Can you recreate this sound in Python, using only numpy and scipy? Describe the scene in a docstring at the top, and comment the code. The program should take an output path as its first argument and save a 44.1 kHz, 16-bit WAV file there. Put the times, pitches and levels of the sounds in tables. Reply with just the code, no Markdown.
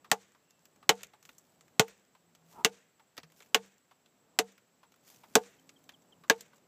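"""A quiet yard, one microphone: a big knife chops eight times into a log on a woodpile.
Each blow is a noise burst of crushed fibres, damped modes of log and blade, a thump and a faint late echo.
Chips and bark patter down as short ticks; cloth rustles, scuffs and a swish are shaped noise.
Far off, a bird chirps and a motor hums in gliding sines, over rumble, hiss and a thin electronic whine."""
import sys
import numpy as np
from scipy import signal
from scipy.fft import rfft, irfft, next_fast_len
from scipy.io import wavfile

SR = 44100
rng = np.random.default_rng(int(sys.argv[2]) if len(sys.argv) > 2 else 0)


def generate_wav(sig):
    """Save sig (samples, or channels by samples) to the path in sys.argv[1] as 16-bit PCM at SR."""
    pcm = np.round(np.clip(np.atleast_2d(sig).T, -1, 1) * 32767).astype(np.int16)
    wavfile.write(sys.argv[1], SR, pcm)


N = 294147
T = np.arange(N) / SR
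AGE = T[:SR // 2]   # time since an onset, half a second long

# edges of the noise bands [f/Hz]
EDGES_HZ = np.r_[np.geomspace(50, 5600, 15), 6600, 7800, 9000, 10600, 13000, 16000]
# noise bands: (centre f/Hz, width/Hz, filter)
BANDS = [(np.sqrt(lo * hi), hi - lo, signal.butter(2, [lo, hi], "band", fs=SR, output="sos"))
         for lo, hi in zip(EDGES_HZ, EDGES_HZ[1:])]

# the yard's far rumble over time: [t/s, level/dB]
RUMBLE_LEVEL = [(0, -76), (.6, -75), (1.3, -72.5), (4, -77), (4.9, -74), (5.4, -69.5), (6.67, -70)]
# colour of the rumble and stirred air: [f/Hz, relative level/dB]
AIR_COLOUR = [(18, -53), (30, -23.5), (164, -1.5), (327, -5), (404, -6), (572, -6.5), (857, -7.5),
              (1020, -9), (1470, -10), (3000, -15.5), (3900, -46.5), (6600, -120)]
# colour of the steady hiss: [f/Hz, relative level/dB]
HISS_COLOUR = [(400, -18), (1100, -0.5), (2700, -3), (4500, -6.5), (6200, -7), (7700, -5.5), (8700, -14.5),
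               (9700, -16.5), (12500, -12), (15000, -10.5)]
# low stir of air that builds up to each blow; rise and fall span 20 dB
WIND_UP_DB, WIND_UP_RISE_S, WIND_UP_FALL_S = -69, 0.66, .2
# swells of a distant drone: [t/s at the height, level/dB, f/Hz, rise and fall/s]
DRONE_SWELLS = [(2.5, -67.5, 168, .5), (5.8, -70, 262.4, 1.2), (6.1, -73, 167.6, 1.8)]
# far bird: [t/s, level/dB, start f/Hz, end f/Hz, length/s]
BIRD_CHIRPS = [(.41, -78.5, 2820, 2640, 0.21), (5.584, -65.5, 3200, 3050, 0.018),
               (5.76, -61, 3400, 2980, 0.016), (5.934, -58, 3500, 2940, 0.022),
               (6.12, -57.5, 3400, 2856, 0.019)]

# clothes rub as the body turns: [t/s at the height, level/dB, fall/s]
CLOTH_RUBS = [(0.62, -78.5, .5), (1.25, -72, 0.9), (2.52, -62.5, 0.13), (3.385, -64, .2), (5.09, -59, .25),
              (5.3, -73, 2.27)]
# colour of rubbing cloth: [f/Hz, relative level/dB]
CLOTH_COLOUR = [(500, -3.5), (1500, -1.5), (4000, -2), (7000, 1.5), (9700, -7), (12500, -1), (15000, -3.5)]
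RUSTLE_RISE_S = 0.077
# one fast swing through the air: [t/s at its height, level/dB, rise/s, fall/s]
SWISH_SWELL = (2.598, -48.5, .07, .05)
# colour of the swish: [f/Hz, relative level/dB]
SWISH_COLOUR = [(150, -13.5), (370, -4), (500, -15.5), (700, -7), (800, -4), (970, 2.5), (1100, -10),
                (1270, -7), (1550, -23.5), (4000, -36.5)]
# hollow scuffs: [t/s, level/dB, resonance f/Hz]
SCUFF_EVENTS = [(0.044, -60.5, 1080), (0.347, -70, 1100), (0.826, -63.5, 1140), (1.134, -63.5, 870),
                (2.149, -68, 862), (2.995, -67, 835), (3.91, -66, 954), (4.83, -65, 950), (5.234, -61, 940),
                (6.236, -62.5, 1160), (6.53, -68, 1147)]
# colour of a scuff's grit: [f/Hz, relative level/dB]
SCUFF_COLOUR = [(200, -10), (600, -1), (1200, 1.5), (3500, -4.5), (8000, -19)]

BUMP_S, BUMP_DB, BUMP_HZ = 3.234, -53.5, 160   # a low bump in the pile
# the larger chips landing: [t/s, body level/dB, top level/dB]
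LARGE_CHIPS = [(0.507, -78.5, -67.5), (0.654, -68, -64), (1.008, -60.5, -70), (1.032, -50, -48.5),
               (1.227, -68, -65.5), (1.252, -61.5, -61.5), (1.291, -55, -65), (1.382, -83, -59),
               (1.609, -67, -66), (1.881, -58.5, -62.5), (2.35, -66, -67.5), (3.168, -60.5, -64),
               (3.178, -45, -58), (3.232, -57.5, -71), (3.404, -59, -68), (3.422, -62, -65),
               (4.579, -66, -75), (5.692, -59, -62), (5.891, -53, -63), (6.408, -69.5, -51)]
# colour of a chip's woody body: [f/Hz, relative level/dB]
CHIP_BODY_COLOUR = [(150, -9.5), (500, -5), (1300, -0.5), (2600, 0), (4500, -7.5), (8000, -23.5)]
# colour of a chip's bright top: [f/Hz, relative level/dB]
CHIP_TOP_COLOUR = [(2000, -13), (4500, -2), (7200, 6), (9700, -20), (12500, -1.5), (15000, -4)]
# smaller bits at random; the levels are the middle of the spread
STRAY_CHIPS_PER_S, STRAY_BODY_DB, STRAY_TOP_DB, STRAY_SPREAD_DB = 5, -75, -74.5, 4

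# blows: [t/s, thump level/dB, thump's lower edge f/Hz, deep ring level/dB, then ring, knock, crack and
# splinter level/dB, blade f/Hz, blade level/dB re the blow's tone there before a 7 dB lift, bite length/s]
BLOWS = [(0.1147, -39.5, 140, -49.5, -30, -23, -21.5, -17.5, 1897, -11, 0.0034),
         (0.892, -39, 150, -42.5, -21, -21, -12, -16, 3220, -10, 0.002),
         (1.7953, -27, 115, -47.5, -20, -23, -14.5, -15, 1499, -13, .0017),
         (2.6471, -41, 130, -48, -25, -29, -15.5, -17.5, 2914, -7.5, 0.0015),
         (3.5453, -40.5, 180, -43.5, -25, -26.5, -16, -18, 2935, -10, .0022),
         (4.3885, -51.5, 174.6, -45, -24.5, -27.5, -21.5, -18, 2900, -14, 0.0017),
         (5.3532, -29, 190, -47.5, -16.5, -18.5, -15, -14, 1684, -12, 0.0026),
         (6.2981, -34.5, 173, -49.5, -21, -24.5, -14, -20, 1756, -5.5, .0024)]
# centres of ring, knock, crack and splinter [f/Hz]
TONE_CENTRES_HZ = [430, 800, 2300, 7000]
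# balance of ring, knock, crack and splinter in an ordinary blow [level/dB]
USUAL_BALANCE_DB = [-3, -1.5, -1.5, 1]
# the log's average modes: [f/Hz, level/dB, t60/s]
LOG_MODES = [(349, -10.5, 0.058), (433.6, 1, 0.1), (455, -0.5, 0.13), (475.4, -13, 0.2), (522, -9, 0.08),
             (586, -9.5, 0.034), (651, -10, 0.096), (733.6, -2, .095), (806.3, -7, 0.092), (885, -6, 0.11),
             (1100, -4, 0.054), (1201, -11.5, 0.072), (1457.7, -11, 0.072), (1653, -9, .055),
             (1983, -11.5, 0.054), (2304, -16.5, 0.025)]
# dense, quickly damped ringing of wood and steel: [f/Hz, relative level/dB per Hz, t60/s]
CLATTER_RING = [(100, -28, 0.032), (193, -5.5, 0.08), (424, 2, .06), (809, 5.5, 0.08), (1320, -2.5, 0.069),
                (2900, -5, 0.063), (4600, -7.5, 0.047), (6960, -6, .058), (8200, -12.5, 0.05),
                (9600, -23, 0.06), (12100, -17, 0.05), (15000, -19.5, .055)]
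# the edge crushing fibres: [f/Hz, relative level/dB per Hz]
BITE_COLOUR = [(60, -20), (110, -24.5), (200, -9.5), (430, -3), (800, -4.5), (1300, -0.5), (2900, 2),
               (4600, -4.5), (7000, 1.5), (8300, -12), (9700, -21.5), (12500, -8.5), (15000, -11.5)]
# the yard's scattered echo: [f/Hz, relative level/dB per Hz, t60/s]
YARD_ECHO = [(150, -1, 0.22), (330, -3, .35), (460, 5, 0.6), (650, -1, 0.3), (1100, -3, 0.2), (1800, 0, .7),
             (4500, -5, 0.25), (7050, -2, 0.39), (9700, -14.5, .18), (12500, -14.5, 0.23),
             (15000, -22, .15)]
DEEP_HZ, DEEP_T60_S = 195, 0.35   # the log's lowest bending mode
DEBRIS_DB, ECHO_DB = -68, -42.5   # re the force of the blow
CUTOFF_HZ = 15400


def from_db(db):
    """Level in dB to amplitude."""
    return 10 ** (np.asarray(db) / 20)


def rms_one(x):
    """Scale a steady sound to rms 1."""
    return x / np.sqrt(np.mean(x ** 2) + 1e-20)


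def unit_burst(x):
    """Scale a burst to the energy of 20 ms at rms 1."""
    return x / np.sqrt(np.sum(x ** 2) / (SR / 50) + 1e-20)


def at_hz(rows, hz, axis=1):
    """Read a table column on a log-frequency axis."""
    rows = np.array(rows)
    return np.interp(np.log(hz), np.log(rows[:, 0]), rows[:, axis])


def add(out, s, sound):
    """Mix a sound in at time s."""
    i = int(np.clip(round(s * SR), 0, N - 1))
    out[i:i + len(sound)] += sound[:N - i]


def drift(rate, t=T):
    """Smooth chance: random knots of spread 1, rate per second, joined by lines."""
    knots = rng.standard_normal(len(t) // 12)
    return np.interp(t * rate, np.arange(len(knots)), knots)


def noise(spectrum):
    """Steady noise of a given colour, rms 1."""
    size = next_fast_len(N)
    hz = np.maximum(np.fft.rfftfreq(size, 1 / SR), 1)
    coloured = rfft(rng.standard_normal(size)) * from_db(at_hz(spectrum, hz))
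    return rms_one(irfft(coloured, size)[:N])


def burst(spectrum, envelope):
    """A burst of countless tiny contacts; envelope(Hz) gives its course in each band."""
    out = 0
    for hz, width, sos in BANDS:
        shape = envelope(hz)
        band = signal.sosfilt(sos, shape * rng.standard_normal(len(shape)) + 1e-18)
        out = out + unit_burst(band) * np.sqrt(width) * from_db(at_hz(spectrum, hz))
    return unit_burst(out)


def dying(t60, age=AGE):
    """Fall by 60 dB in t60 seconds."""
    return np.exp(-np.log(1000) * age / t60)


def mode(hz, t60):
    """A struck resonance: a sine that dies away."""
    return np.sin(2 * np.pi * hz * AGE) * dying(t60)


def gliding_sine(pitch):
    """A sine that follows a moving pitch in Hz."""
    return np.sin(2 * np.pi * np.cumsum(pitch) / SR)


def swell(s, db, rise_s, fall_s, order=1):
    """Gain that peaks at time s and is 20 dB down rise_s before and fall_s after; order 2 rounds the top."""
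    away = np.maximum((s - T) / rise_s, (T - s) / fall_s)
    return from_db(db - 20 * np.minimum(away, 10) ** order)


def background():
    """Far rumble and the air stirred by each swing, over steady faint hiss."""
    low = signal.sosfilt(signal.butter(2, 900, fs=SR, output="sos"), noise(AIR_COLOUR))
    stir = sum(swell(s, WIND_UP_DB, WIND_UP_RISE_S, WIND_UP_FALL_S) for s, *_ in BLOWS)
    far = from_db(np.interp(T, *np.transpose(RUMBLE_LEVEL)))
    hiss = from_db(-75.5) * noise(HISS_COLOUR)
    return np.hypot(far, stir) * rms_one(low) + hiss


def electronic_whine(centre_hz=7680, sway_hz=140, level_db=-79):
    """A thin, rough whine whose pitch and level throb together, about 15 times a second."""
    sway = np.sin(2 * np.pi * 15 * T + 1.3 * drift(14))
    pitch = centre_hz + sway_hz * sway + 170 * drift(770)
    throb = from_db(3.5 * sway + 2.5 * drift(150))
    return from_db(level_db) * throb * gliding_sine(pitch)


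def drone():
    """A far motor hums unsteadily, swelling and fading."""
    out = 0
    for s, db, hz, length_s in DRONE_SWELLS:
        pitch = hz + 5 * drift(25)
        unsteady = from_db(2 * drift(14))
        out = out + swell(s, db, length_s, length_s) * unsteady * gliding_sine(pitch)
    return out


def bird():
    """Far off: short falling chirps and one longer, thin whistle, each a slightly rough gliding sine."""
    out = np.zeros(N)
    for s, db, start_hz, end_hz, length_s in BIRD_CHIRPS:
        progress = np.minimum(AGE / length_s, 1)
        pitch = start_hz + (end_hz - start_hz) * progress + 50 * drift(378, AGE)
        add(out, s, from_db(db) * np.sin(np.pi * progress) * gliding_sine(pitch))
    return out


def swings():
    """Cloth rubs in fine grains, mostly quick to start and slower to fade; one swing flutters through the air."""
    grain = rms_one(from_db(4 * drift(500)))
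    rubs = sum(swell(s, db, RUSTLE_RISE_S, fall_s) for s, db, fall_s in CLOTH_RUBS)
    rubbing = rubs * grain * noise(CLOTH_COLOUR)
    flutter = from_db(2 * drift(120))
    return rubbing + swell(*SWISH_SWELL, order=2) * flutter * noise(SWISH_COLOUR)


def scuffs():
    """Brief rubs, each heard both plain and through one hollow resonance."""
    out = np.zeros(N)
    age = AGE[:SR // 10]
    rub = np.tanh(age / 0.0011) * dying(.08, age)
    for s, db, pitch in SCUFF_EVENTS:
        grit = burst(SCUFF_COLOUR, lambda hz: rub)
        hollow = unit_burst(signal.lfilter(*signal.iirpeak(pitch, 6, fs=SR), grit))
        add(out, s, from_db(db) * (hollow + grit))
    return out


def bump():
    """Loose wood settles with one dull knock of two damped modes."""
    out = np.zeros(N)
    knock = mode(BUMP_HZ, .22) + 0.78 * mode(BUMP_HZ * 2.9, .08)
    add(out, BUMP_S, from_db(BUMP_DB) * np.tanh(AGE / .003) * knock)
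    return out


def stray_chips():
    """Small bits of bark drop now and then: rows of t/s, body level/dB, top level/dB."""
    slots = np.arange(0, N / SR, .02)
    falls = rng.random(len(slots)) < STRAY_CHIPS_PER_S * slots[1]
    spread = STRAY_SPREAD_DB * rng.standard_normal((len(slots), 2))
    levels = [STRAY_BODY_DB, STRAY_TOP_DB] + spread
    return np.column_stack([slots, levels])[falls]


def chips(colour_db=3.5):
    """Each chip has its own colour and lands with a sharp tick and a short, uneven woody rattle."""
    out, age = np.zeros(N), AGE[:SR // 10]

    def own_colour(spectrum):
        return [(hz, at_hz(spectrum, hz) + colour_db * rng.normal()) for hz, *_ in BANDS]

    snap = dying(0.017, age)
    for s, body_db, top_db in [*LARGE_CHIPS, *stray_chips()]:
        rattle = from_db(2.8 * drift(560, age))
        body = snap + .5 * rattle * dying(0.07, age)
        top = snap + 0.59 * rattle * dying(0.059, age)
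        add(out, s, from_db(body_db) * burst(own_colour(CHIP_BODY_COLOUR), lambda hz: body))
        add(out, s, from_db(top_db) * burst(own_colour(CHIP_TOP_COLOUR), lambda hz: top))
    return out


def debris(per_s=90, spread_db=3):
    """Crumbs of bark patter down as tiny ticks, thinning out after the blow."""
    falls = rng.random(len(AGE)) < per_s * np.tanh(AGE / .05) * dying(.7) / SR
    sizes = from_db(spread_db * np.minimum(rng.exponential(1, len(AGE)), 3))
    tick = burst(CHIP_TOP_COLOUR, lambda hz: dying(0.009, AGE[:SR // 50]))
    return signal.fftconvolve(falls * sizes, tick)


def yard_echo(delay_s=.085, near_db=-2):
    """The woodpile scatters a little at once; buildings and trees answer later, in uneven clumps."""
    near = from_db(near_db) * np.tanh(AGE / 0.026)
    arrival = .5 + .5 * np.tanh((AGE - delay_s) / .013)
    clumps = from_db(2 * drift(120, AGE))
    paths = clumps * (near + from_db(10.0) * arrival)
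    return burst(YARD_ECHO, lambda hz: paths * dying(at_hz(YARD_ECHO, hz, axis=2)))


def thump(low_hz, high_hz=275):
    """The whole log is pushed into the pile and stops almost at once: a band-passed impulse."""
    push = 1. * (AGE == 0) + 1e-18
    band = signal.butter(3, [low_hz, high_hz], "band", fs=SR, output="sos")
    return unit_burst(signal.sosfilt(band, push))


def chop(tone_db, force_db, blade_hz, blade_db, bite_s):
    """The edge bites for a few ms; wood and blade ring on; where it lands sets the tone."""
    tone = list(zip(TONE_CENTRES_HZ, tone_db))
    usual = list(zip(TONE_CENTRES_HZ, USUAL_BALANCE_DB))

    def tinted(rows):
        return [(row[0], row[1] + at_hz(tone, row[0]) - at_hz(usual, row[0])) for row in rows]

    # fibres give way in a few uneven jerks
    jerks = np.tanh(AGE / .0003) * from_db(2.6 * drift(3000, AGE))
    crush = jerks * np.exp(-np.minimum(AGE / bite_s, 20) ** 2)
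    bite = from_db(force_db - 9.5) * burst(tinted(BITE_COLOUR), lambda hz: crush)

    onset = 1 - np.exp(-AGE / 0.0011)
    ringing = burst(tinted(CLATTER_RING), lambda hz: onset * dying(at_hz(CLATTER_RING, hz, axis=2)))
    clatter = from_db(force_db - 12.5) * ringing

    log = 0
    for k, (hz, db, t60) in enumerate(LOG_MODES):
        # the embedded blade shifts and damps each mode differently on every blow
        pitch = hz * (1 + .005 * rng.normal())
        damping, strength = from_db(.7 * rng.standard_normal(2))
        level = strength * from_db(db + at_hz(tone, hz))
        log = log + (-1) ** k * level * mode(pitch, t60 * damping)

    blade_modes = mode(blade_hz, .045) - mode(blade_hz * 0.93, 0.048)
    blade = from_db(blade_db + at_hz(tone, blade_hz)) * blade_modes
    return bite + clatter + onset * (from_db(0.5) * log + from_db(7) * blade)


def chopping():
    """Every blow; its force, the summed power of its four tones, sets the debris and the echo."""
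    out = np.zeros(N)
    for s, thump_db, thump_hz, deep_db, *tone_db, blade_hz, blade_db, bite_s in BLOWS:
        force_db = 10 * np.log10(np.sum(from_db(tone_db) ** 2))
        deep_ring = np.tanh(AGE / 0.014) * mode(DEEP_HZ, DEEP_T60_S)
        add(out, s, chop(tone_db, force_db, blade_hz, blade_db, bite_s))
        add(out, s, from_db(thump_db) * thump(thump_hz))
        add(out, s, from_db(deep_db) * deep_ring)
        add(out, s, from_db(force_db + DEBRIS_DB) * debris())
        add(out, s, from_db(force_db + ECHO_DB) * yard_echo())
    return out


def scene():
    """All sources at one microphone."""
    yard = background() + drone() + bird()
    wood = bump() + chips() + chopping()
    return (yard + electronic_whine() + swings() + scuffs() + wood)[None]


def record(dry, top=0.66, bass_cut_hz=70):
    """The small microphone loses the bass, the loudest peaks overload softly and the top is cut."""
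    thin = signal.sosfilt(signal.butter(2, bass_cut_hz, "high", fs=SR, output="sos"), dry)
    clipped = thin / (1 + (thin / top) ** 4) ** .25
    return signal.sosfilt(signal.ellip(10, .2, 70, CUTOFF_HZ, fs=SR, output="sos"), clipped)


dry = scene()
out = record(dry)
generate_wav(out)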